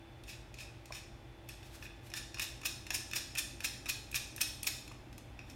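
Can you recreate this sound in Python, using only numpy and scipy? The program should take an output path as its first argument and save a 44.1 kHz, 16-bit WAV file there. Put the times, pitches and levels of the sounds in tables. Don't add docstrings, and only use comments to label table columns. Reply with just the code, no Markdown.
import sys
import numpy as np
from scipy import signal
from scipy.fft import rfft, irfft, next_fast_len
from scipy.io import wavfile
from scipy.ndimage import map_coordinates

SR = 44100
rng = np.random.default_rng(int(sys.argv[2]) if len(sys.argv) > 2 else 0)


def dump(signal):
    limited = np.clip(np.atleast_2d(signal).T, -1, 1)
    pcm = np.round(limited * 32767).astype(np.int16)
    wavfile.write(sys.argv[1], SR, pcm)


N = 244755

# [catch t/s, catch level/dB before the lift in tick(), catch brightness/(dB/octave),
# time held until it breaks free/s, knock level/dB before that lift, time from then to full spin/s, run level/dB]
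FLICKS = [(.236, -51.5, -1.5, .044, -48, 0.017, -46.5), (.541, -46.5, -1, 0.045, -42, .02, -46.5),
          (0.856, -48.5, 2.5, 0.066, -38.5, .032, -46), (1.488, -42, 3, .004, -46, .008, -54),
          (2.1, -49, -4, .037, -34, .034, -39.5), (2.343, -39, -7, .052, -28.5, .029, -34.5),
          (2.614, -45.5, -5.5, .039, -30, .008, -31), (2.866, -41, -4, .038, -28.5, .044, -29.5),
          (3.112, -40, -3, .021, -30.5, 0.031, -30), (3.351, -37, -0.5, 0.022, -34, .013, -27.5),
          (3.604, -38, -4, .039, -32.5, .005, -29.5), (3.857, -37.5, -8, 0.031, -42, .007, -28),
          (4.114, -41, 4.5, 0.029, -29, .015, -29), (4.362, -35, 6.5, 0.048, -34, .005, -23),
          (4.63, -28, 5, 0.038, -35.5, .005, -26)]


def amp(db):
    return 10 ** (np.asarray(db) / 20)


def rms(x):
    return np.sqrt(np.mean(x ** 2))


def unit(x):
    return x / np.sqrt(np.mean(x ** 2) + 1e-20)


def along(points, hz):
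    f, v = np.transpose(points)
    return np.interp(np.log(hz + 1), np.log(f + 1), v)


def curve(rows):
    return np.interp(np.arange(N) / SR, *np.transpose(rows))


def wobble(rate, size=N):
    knots = rng.standard_normal(int(size * rate / SR) + 4)
    return map_coordinates(knots, [np.arange(size) * rate / SR])


def filtered(x, response):
    m = next_fast_len(len(x) + 8192)
    return irfft(rfft(x, m) * response(np.fft.rfftfreq(m, 1 / SR)), m)[:len(x)]


def noise(spectrum, size=N):
    return unit(filtered(rng.standard_normal(size), lambda hz: amp(along(spectrum, hz))))


def swell(t, rise, fall):
    return np.exp(-np.abs(t) / np.where(t < 0, rise, fall))


def add(track, s, sound):
    start = max(round(s * SR), 0)
    track[start:start + len(sound)] += sound[:N - start]


def tone(hz, wander_hz):
    cycles = np.cumsum(hz + wander_hz * wobble(8)) / SR
    return np.sqrt(2) * np.sin(2 * np.pi * (cycles + rng.random()))


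def hum():
    # [f/Hz, level/dB, wander/Hz]
    machine_tones = [(51, -62.5, 1.19), (58.6, -61.5, 0.84), (96.7, -62.5, 4.4), (120.3, -63.5, 0.87),
                     (125.5, -61.5, 0.3), (339.7, -74, 1.08), (361, -73.5, 0.64), (598, -76, 1.75)]
    fan_tones = [(800.5, -72, .3), (873, -76, 1.5), (1943, -82, 1), (2401, -81, 1), (2611, -79, 1),
                 (3205, -84, 1)]
    # [f/Hz, level/dB before its random swing]
    whine_tones = [(3483, -77), (3505, -81)]
    # [t/s, level/dB]
    drone_levels = [(0, -62), (.5, -67), (2.45, -63), (2.7, -65.5), (5.55, -81)]
    rush_levels = [(0, -73), (2.4, -66), (2.7, -61.5), (5.55, -60.5)]
    # [f/Hz, relative level/dB per Hz]
    air_colour = [(15, -36), (27, -2), (40, 6), (110, 3.5), (150, -3.5), (320, -4.5), (450, -8.5),
                  (600, -6), (1100, -14), (2000, -15), (2550, -15), (3200, -19), (7000, -31.5),
                  (15500, -38.5)]
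    tones = sum(amp(db) * tone(hz, wander) for hz, db, wander in machine_tones + fan_tones)
    whine = sum(amp(db + 3.9 * wobble(2.72)) * tone(hz, 4.94) for hz, db in whine_tones)
    drone = amp(curve(drone_levels)) * tone(334, 0.52)
    rush_colour = [(60, -3), (180, -4.5), (300, 6.0), (420, -10.0), (900, -16.5), (2000, -38)]
    rush = amp(curve(rush_levels)) * noise(rush_colour)
    air = amp(-56.5 + 0.05 * wobble(4.1)) * noise(air_colour)
    return tones + whine + drone + rush + air


def workshop(x, wet_db):
    # [f/Hz, t60/s]
    decay_times = [(300, 0.33), (1800, 0.6), (5000, 0.6), (9000, 0.53), (14000, 0.41)]
    # [f/Hz, relative level/dB]
    wall_colour = [(300, 1.5), (1700, 2), (2500, -4), (3700, 5), (6000, 0.5), (9000, 1.5), (14000, -5.5)]
    build_s = 0.00043
    hz, t, z = signal.stft(rng.standard_normal(SR * 3 // 4), SR, nperseg=256)
    decay = amp(along(wall_colour, hz)[:, None] - 60 * t / along(decay_times, hz)[:, None])
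    build = 1 - np.exp(-t / build_s)
    tail = signal.istft(z * decay * build, SR, nperseg=256)[1]
    echo = amp(wet_db) * tail / np.linalg.norm(tail)
    return signal.fftconvolve(x, signal.unit_impulse(len(tail)) + echo)


def resonances(modes, f):
    return sum(amp(db) * 1j * f * w / (c * c - f * f + 1j * f * w) for c, w, db in modes)


def chatter(size, spread_db):
    return rng.standard_normal(size) * amp(spread_db * rng.standard_normal(size))


def contact(grip, spread_db, db, bright, grit_db):
    # [f/Hz, width/Hz, relative level/dB]
    steel_modes = [(1310, 150, -25.5), (1776, 93, -9), (1930, 44, -11.5), (2520, 35, -12), (2524, 92, 4.5),
                   (2600, 80, -1.5), (3515, 69, -7.5), (3704, 87, -6.5), (4224, 85, -9.5), (5210, 88, -1.5),
                   (5465, 134, -4), (5635, 180, -5), (6130, 67, -29), (6220, 230, -10), (6774, 135, -7.5),
                   (6800, 190, -17), (8060, 120, -12.5), (8760, 240, -16), (8800, 260, -33),
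                   (9740, 320, -9.5), (11040, 240, -8), (12640, 340, -10), (13500, 270, -8),
                   (14000, 110, -24)]
    # [f/Hz, relative level/dB per Hz]
    plate_colour = [(150, -3), (500, -16.5), (900, -8), (1400, -14.5), (1800, -1.5), (2600, 3), (4200, 1.5),
                    (5400, 1.5), (7000, 0), (9600, 1), (10500, -25), (11300, 4.5), (12400, -9.5),
                    (14500, -37), (16000, 4)]
    detune, vary_db = 0.007, 2
    modes = [(hz * (1 + detune * rng.normal()), width, level + vary_db * rng.normal())
             for hz, width, level in steel_modes]
    ringing = filtered(chatter(len(grip), spread_db) * grip, lambda hz: resonances(modes, hz))
    grit = filtered(chatter(len(grip), spread_db) * grip, lambda hz: amp(along(plate_colour, hz)))
    sound = unit(ringing) + amp(grit_db) * unit(grit)
    edge_hz = 12000 * amp(0.16 * (db + 54.5))

    def colour(hz):
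        tilt = amp(bright * np.log2(np.hypot(hz, 2500) / 4500))
        return tilt / np.hypot(1, (hz / edge_hz) ** 3)

    return amp(db) * unit(filtered(sound, colour)) * rms(grip)


def tick(db, bright):
    attack_s, fall_s, lift_db = 0.0001, 0.0031, 2.0
    grip = swell(np.arange(SR // 12) / SR - .001, attack_s, fall_s)
    grit_db = 3.0 + 0.93 * bright
    return workshop(contact(grip, 3.35, db + lift_db, bright, grit_db), wet_db=-3)


def catches():
    strays_per_stroke, stray_db, scatter_db = 2, -17, 4
    stray_bright, break_bright = -9, -6
    track = np.zeros(N)
    for s, catch_db, catch_bright, hold, knock_db, spin_up, run_db in FLICKS:
        add(track, s, tick(catch_db, catch_bright))
        for share in rng.random(strays_per_stroke):
            level_db = run_db + stray_db + scatter_db * rng.normal()
            add(track, s + share * (hold + spin_up), tick(level_db, stray_bright))
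        add(track, s + hold, tick(knock_db, break_bright))
    return track


def scrapes():
    usual_db = -30
    rise_s, fall_s, shortens = 0.0067, 0.011, 0.52
    usual_bright, brightens = 0.18, 0.17
    creep_s = .012
    track, t = np.zeros(N), np.arange(-SR // 8, SR // 4) / SR
    for s, _, _, hold, _, spin_up, db in FLICKS:
        effort_db = db - usual_db
        length = amp(-shortens * effort_db)
        bright = usual_bright + brightens * effort_db
        freed = np.exp(np.minimum(t + spin_up, 0) / creep_s)
        stroke = freed * swell(t, rise_s * length, fall_s * length)
        uneven = stroke * amp(0.5 * wobble(395.5, size=len(t)))
        grip = unit(uneven) * rms(stroke)
        sound = contact(grip, 5, db, bright, grit_db=1 + 0.19 * bright)
        add(track, s + hold + spin_up + t[0], workshop(sound, wet_db=-5.0))
    return track


def fingertip_taps():
    # [t/s of the peak, level/dB]
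    taps = [(0.907, -41), (4.915, -45), (5.181, -49)]
    t = np.arange(N) / SR
    blows = sum(amp(db) * swell(t - s, .0005, 0.0036) for s, db in taps)
    return blows * noise([(150, -22), (600, 19), (1150, 21), (1700, -25), (6000, -40)])


def nudges():
    # [t/s, level/dB before the lift in tick(), brightness/(dB/octave)]
    touches = [(1.628, -50, -7), (1.824, -42.5, -14), (1.853, -43.5, -10), (1.863, -45, -9.5),
               (2.371, -42.5, -17), (2.384, -38, -6.5), (4.877, -45.5, -3.5), (4.917, -49, -3),
               (5.127, -53, -1), (5.179, -47, 1), (5.39, -42, -11.5), (5.498, -48.5, -2)]
    track = np.zeros(N)
    for s, db, bright in touches:
        add(track, s, tick(db, bright))
    return track


def skin_rubs():
    # [t/s of the peak, level/dB]
    slides = [(1.665, -60), (1.755, -53.5), (1.845, -54.5), (2.072, -57.5), (5.51, -60.5)]
    rise_s, fall_s = 0.025, 0.019
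    t = np.arange(N) / SR
    pressure = sum(amp(db) * swell(t - s, rise_s, fall_s) for s, db in slides)
    return pressure * noise([(300, -23), (1500, 2.0), (5000, 0), (9000, -4.5), (12500, -4.5), (15500, -11)])


def scene():
    skin = workshop(fingertip_taps() + skin_rubs(), wet_db=-7)[:N]
    return (hum() + catches() + scrapes() + nudges() + skin)[None]


def record(dry):
    top_hz = 15900
    return np.array([filtered(channel, lambda hz: 1 / (1 + (hz / top_hz) ** 100)) for channel in dry])


dry = scene()
out = record(dry)
dump(out)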